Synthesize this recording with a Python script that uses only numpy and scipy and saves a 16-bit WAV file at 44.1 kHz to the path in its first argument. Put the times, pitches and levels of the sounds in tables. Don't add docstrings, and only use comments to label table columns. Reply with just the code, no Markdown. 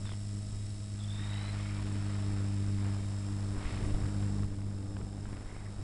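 import sys
import numpy as np
from scipy import signal
from scipy.fft import rfft, irfft, next_fast_len
from scipy.io import wavfile
from scipy.ndimage import uniform_filter1d

SR = 44100
rng = np.random.default_rng(int(sys.argv[2]) if len(sys.argv) > 2 else 0)


def transcribe(signal):
    frames = np.atleast_2d(signal).T
    limited = np.clip(frames, -1, 1)
    pcm = np.round(limited * 32767).astype(np.int16)
    wavfile.write(sys.argv[1], SR, pcm)


N = 257086


def from_db(db):
    return 10 ** (np.asarray(db) / 20)


def rms_one(x):
    return x / np.sqrt(np.mean(x ** 2) + 1e-20)


def in_time(rows):
    time_s, *columns = np.transpose(rows)
    return [np.interp(np.arange(N) / SR, time_s, column) for column in columns]


def at_hz(points, hz):
    points_hz, points_db = np.transpose(points)
    return np.interp(np.log(hz), np.log(points_hz), points_db)


def drift(rate_hz):
    r = np.exp(-2 * np.pi * rate_hz * 40 / SR)
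    white = rng.standard_normal(N // 40 + 2002)
    slow = signal.lfilter([1], [1, -2 * r, r * r], white)[2000:]
    return np.interp(np.arange(N) / 40, np.arange(len(slow)), rms_one(slow))


def flicker(rate_hz):
    slow = drift(rate_hz)
    return rms_one(slow - uniform_filter1d(slow, size=SR // 16))


def coloured(spectrum):
    size = next_fast_len(N)
    hz = np.maximum(np.arange(size // 2 + 1) * SR / size, 1)
    shaped = rfft(rng.standard_normal(size)) * from_db(at_hz(spectrum, hz))
    return rms_one(irfft(shaped, size)[:N])


# (time [s], speed [turns/s])
ROTOR_SPEED = [(0.0, 50.61), (0.2, 50.78), (1.0, 51.02), (2.0, 50.31), (2.4, 49.96), (2.75, 49.80),
               (3.2, 49.90), (3.8, 50.15), (4.0, 50.31), (4.4, 49.88), (4.8, 49.62), (5.05, 49.76),
               (5.6, 50.6), (5.83, 50.65)]


def rotor_turns():
    start_turns = 0.22
    return np.cumsum(in_time(ROTOR_SPEED)[0]) / SR + start_turns


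# (time [s], blade-rate level [dB], step per overtone [dB], once-a-turn imbalance [dB])
BLADE_PULSE = [(0.0, -40, -10, -18), (0.37, -37.5, -11.5, -19), (0.5, -41.5, -10, -3),
               (0.62, -39.5, -11.5, -20), (0.8, -40.5, -11.5, -30), (1.05, -38, -10.5, -11),
               (1.91, -36.5, -8.5, -8), (2.18, -34.5, -8, -14), (2.9, -33, -8, -15), (3.02, -37, -8.5, -13),
               (3.52, -36, -7, -13), (3.64, -42, -7, -25), (3.78, -41.5, -6.5, -8), (3.87, -38, -8, -2),
               (4.12, -36, -7, -6), (4.22, -34.5, -6.5, -10), (4.44, -32.5, -8.5, -3),
               (4.53, -36.5, -6, -15), (4.64, -30.5, -10, -16), (4.85, -37.5, -6.5, -11),
               (5.24, -38, -8, -3), (5.36, -43, -7.5, -11), (5.55, -44.5, -6.5, -6), (5.68, -41.5, -10, -6),
               (5.83, -35, -14, -16)]
PULSE_SKEW_RAD = 0.47


def blades(turns):
    level_db, step_db, imbalance_db = in_time(BLADE_PULSE)
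    buffet_db = in_time(WIND_AT_PORT)[0]
    rough = np.clip(from_db(1.1 * (buffet_db - level_db + 12.0)), .5, 3)
    angle = 2 * np.pi * (turns + 0.0049 * np.sqrt(rough) * drift(37))
    pulses = 0
    for k, extra_db in enumerate([1, 0, 2, -4.0, -3.5]):
        sharpness_db = k * (step_db + 0.78 * drift(3.7))
        gain = from_db(sharpness_db + extra_db + 0.71 * rough * drift(16.2))
        pulses = pulses + gain * np.cos(2 * (k + 1) * angle - k * PULSE_SKEW_RAD)
    imbalance = from_db(imbalance_db) * (np.cos(angle + 0.088) + 0.49 * np.cos(3 * angle - .1))
    return np.sqrt(2) * from_db(level_db) * (pulses + imbalance)


def around_turn(swells, turns):
    gain_db = 0
    for k, (depth_db, at_turns) in enumerate(swells):
        gain_db = gain_db + depth_db * np.cos(2 * np.pi * (k + 1) * (turns - at_turns))
    return from_db(gain_db)


# (multiple of rotor speed [-], level [dB rms])
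GEAR_LINES = [(12.5, -66.9), (13.5, -76.2), (25, -74.9), (38.5, -78.8), (75, -71.6), (100, -80.8),
              (104, -80.6), (105, -71.3), (106, -75.0), (107, -73.6), (108, -78.2), (112.5, -82.9),
              (113.5, -85.5), (123, -98.7), (124, -81.5), (125, -78.2), (126, -86.4), (128, -89.4),
              (135.5, -85.8), (136.5, -79.4), (137.5, -76.8), (143, -83.2), (149, -81.7), (150, -69.3),
              (151, -76.7), (152, -72.5), (153, -77.3), (154, -78.5), (157, -78.3), (162.5, -76.6)]
# (frequency [Hz], density [dB per Hz])
TOOTH_HISS = [(450, -16), (800, -15), (1700, -9), (3600, -8), (4500, -7), (5300, -0.5), (6000, -12.5),
              (6700, -10.5), (7700, -2.5), (8500, -4.5), (9300, -10.5), (10400, -8), (11400, -8.5)]
# (depth [dB], angle [turns])
UPPER_SWELLS = [(1.76, 0.73), (1.92, .005)]
LOWER_SWELLS = [(1.5, 0.037), (1, 0.093)]
HISS_DB, HISS_SPLIT_HZ = -55, 6200
PEAK_OVER_RMS_DB = 3


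def drive_train(turns):
    gear_turns = turns - .05 + 0.00038 * drift(6.4)
    lines = 0
    for multiple, level_db in GEAR_LINES:
        loose_rad = 0.74 * drift(4.6)
        gain = from_db(level_db + 1.3 * drift(2.4) + 0.85 * drift(25))
        lines = lines + gain * np.cos(2 * np.pi * multiple * gear_turns + loose_rad)
    hiss = coloured(TOOTH_HISS)
    lower = signal.sosfiltfilt(signal.butter(4, HISS_SPLIT_HZ, fs=SR, output="sos"), hiss)
    upper = hiss - lower
    hiss = lower * around_turn(LOWER_SWELLS, turns) + upper * around_turn(UPPER_SWELLS, turns)
    return from_db(HISS_DB + 0.64 * flicker(79)) * hiss + from_db(PEAK_OVER_RMS_DB) * lines


# (time [s], buffeting [dB], rush [dB], brightness [dB per octave])
WIND_AT_PORT = [(0.0, -52, -56, -8), (0.06, -47, -58, 6), (0.13, -48, -65, 7.5), (0.17, -48.5, -60, -1),
                (0.9, -48, -61, -1), (1.2, -49, -54.5, 4.5), (1.38, -49.5, -49.5, 3.5),
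                (1.7, -48.5, -51, 3.5), (2.25, -47, -51, 2.5), (2.74, -46, -54, 2), (2.86, -45, -50, 2.5),
                (2.96, -48, -51, 1.5), (3.03, -46, -54, 1.5), (3.5, -46, -52, 0), (3.57, -44, -47, -0.5),
                (3.68, -38.5, -49, 4.5), (3.87, -38, -47, -1), (4.2, -42.5, -50, 0), (4.5, -38, -51, -2),
                (5.0, -38, -49, -3.5), (5.15, -43.5, -50, -3), (5.31, -34, -48, 0), (5.56, -42.5, -50, 0),
                (5.83, -39.5, -50.5, -1)]
# (frequency [Hz], density [dB per Hz])
BUFFET_SPECTRUM = [(18, -6), (28, 0.5), (40, -16), (58, -6), (80, -8), (140, -16.5), (260, -19.5),
                   (450, -27.5), (800, -54.5)]
RUSH_SPECTRUM = [(150, 5), (350, 3), (700, 1), (1300, -3), (2200, -9), (3500, -17.5), (5000, -23.5),
                 (8000, -51)]
GUST_SPREAD_DB, GUST_RATE_HZ = 2.5, 4.2
FLICKER_DB_PER_DB = 0.38


def wind(turns):
    buffet_db, rush_db, bright_db = in_time(WIND_AT_PORT)
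    lumps_db = GUST_SPREAD_DB * drift(GUST_RATE_HZ) + 2.0 * drift(16)
    buffet = from_db(buffet_db + lumps_db) * coloured(BUFFET_SPECTRUM)

    together = from_db(FLICKER_DB_PER_DB * (buffet_db - buffet_db.mean())) * flicker(50)
    edges_hz = 150 * 2 ** np.arange(0, 5.6, .5)
    sources = [coloured(RUSH_SPECTRUM), coloured(RUSH_SPECTRUM)]
    rush = 0
    for k, (low_hz, high_hz) in enumerate(zip(edges_hz, edges_hz[1:])):
        band_filter = signal.butter(2, [low_hz, high_hz], "band", fs=SR, output="sos")
        band = signal.sosfilt(band_filter, sources[k % 2])
        tilt_db = bright_db * np.log2(low_hz / 700)
        flicker_db = 1.29 * together + 0.4 * flicker(30) + 0.9 * drift(9.4)
        rush = rush + band * from_db(tilt_db + flicker_db)
    throb_db = 1.8 * np.cos(4 * np.pi * turns - .8)
    return buffet + from_db(rush_db + throb_db) * rush


# (start [s], length [s], first pitch [Hz], last pitch [Hz], first level [dB],
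# last level [dB], pitch spread [Hz], throb [dB])
EDGE_WHISTLES = [(.051, .029, 3750, 3400, -57, -55, 120, 2), (.088, .036, 3450, 3550, -59, -56, 150, 5),
                 (.13, .012, 3100, 3050, -61, -61, 200, 3), (.99, .08, 3600, 3300, -56, -63, 140, 8),
                 (1.075, .455, 3520, 4050, -55, -57, 85, 5), (1.18, .67, 1830, 2400, -58.5, -63, 110, 5),
                 (1.33, .14, 3050, 2980, -63, -62, 120, 4), (1.6, .07, 3150, 3200, -63, -66, 130, 4),
                 (3.6, .3, 2200, 2100, -58, -65, 300, 3), (3.61, .23, 3450, 3480, -64, -66, 600, 4),
                 (5.47, .23, 2050, 2000, -58.5, -59, 250, 3)]
FADE_SHARE = 0.026
PITCH_SHAKE_RATE_HZ, PITCH_SWING_HZ = 350, 45


def whistles(turns):
    out, time_s = 0, np.arange(N) / SR
    wake_angle = 2 * np.pi * turns - 2.4
    swing_hz = -PITCH_SWING_HZ * np.sin(wake_angle)
    for start_s, length_s, first_hz, last_hz, first_db, last_db, spread_hz, throb_db in EDGE_WHISTLES:
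        along = np.clip((time_s - start_s) / length_s, 0, 1)
        glide_hz = first_hz + (last_hz - first_hz) * along
        pitch_hz = glide_hz + swing_hz + spread_hz * drift(PITCH_SHAKE_RATE_HZ)
        angle = 2 * np.pi * np.cumsum(pitch_hz) / SR
        pulse_db = throb_db * (np.cos(wake_angle) - .3)
        rough_db = 1.2 * drift(11) + 2.8 * flicker(60)
        level_db = first_db + (last_db - first_db) * along + pulse_db + rough_db
        fade = np.clip(np.minimum(along, 1 - along) / FADE_SHARE, 0, 1)
        out = out + fade * from_db(level_db) * np.cos(angle)
    return np.sqrt(2) * out


# (onset [s], relative strength [dB])
AIR_PUFFS = [(0.052, -40.5), (0.07, -42), (0.09, -41), (0.116, -40.5), (0.134, -43), (2.845, -41),
             (2.945, -38.5), (3.65, -36), (3.69, -38), (4.227, -40), (4.277, -44), (4.392, -43),
             (4.431, -38), (4.499, -41), (4.615, -39), (4.71, -44), (4.776, -45), (4.965, -32),
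             (5.011, -38), (5.068, -49), (5.253, -35), (5.325, -39), (5.37, -42), (5.5, -40),
             (5.562, -36.5)]
# (frequency [Hz], density [dB per Hz])
PUFF_SPECTRUM = [(200, -17), (600, 9), (1500, 3.5), (3500, -9), (6000, -39), (9000, -60)]
PUFF_LENGTH_S, PUFF_GAIN_DB = 0.0057, -5.5


def puffs():
    clicks = np.zeros(N)
    for onset_s, strength_db in AIR_PUFFS:
        clicks[round(onset_s * SR)] = from_db(strength_db + PUFF_GAIN_DB)
    swell = np.hanning(round(PUFF_LENGTH_S * SR))
    return np.convolve(clicks, swell)[:N] * coloured(PUFF_SPECTRUM)


# (onset [s], strength before damping [dB])
GUST_THUMPS = [(3.573, -23), (3.653, -21), (3.834, -21.5), (3.94, -18), (4.009, -34), (4.442, -26),
               (4.924, -36), (5.034, -29), (5.384, -22.5), (5.456, -25.5)]
THUMP_HZ, THUMP_DECAY_S = 42, .09


def thumps():
    clicks = np.zeros(N)
    for onset_s, strength_db in GUST_THUMPS:
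        clicks[round(onset_s * SR)] = -from_db(strength_db)
    r = from_db(-60 / (THUMP_DECAY_S * SR))
    w = 2 * np.pi * THUMP_HZ / SR
    return signal.lfilter([0, np.sin(w)], [1, -2 * r * np.cos(w), r * r], clicks + 1e-18)


def scene():
    turns = rotor_turns()
    machine = blades(turns) + drive_train(turns)
    air = wind(turns) + whistles(turns) + puffs() + thumps()
    return (machine + air)[None]


# (time [s], level [dB])
OVERALL_LEVEL = [(0, 0.5), (4.28, 0), (4.45, -2), (4.47, -5), (5.83, -4.5)]
ROLL_OFF_HZ, CUTOFF_HZ = 10450, 11300


def record(dry):
    levelled = from_db(in_time(OVERALL_LEVEL)[0]) * dry
    dull = signal.sosfilt(signal.butter(24, ROLL_OFF_HZ, fs=SR, output="sos"), levelled)
    return signal.sosfilt(signal.ellip(10, .5, 60, CUTOFF_HZ, fs=SR, output="sos"), dull)


dry = scene()
out = record(dry)
transcribe(out)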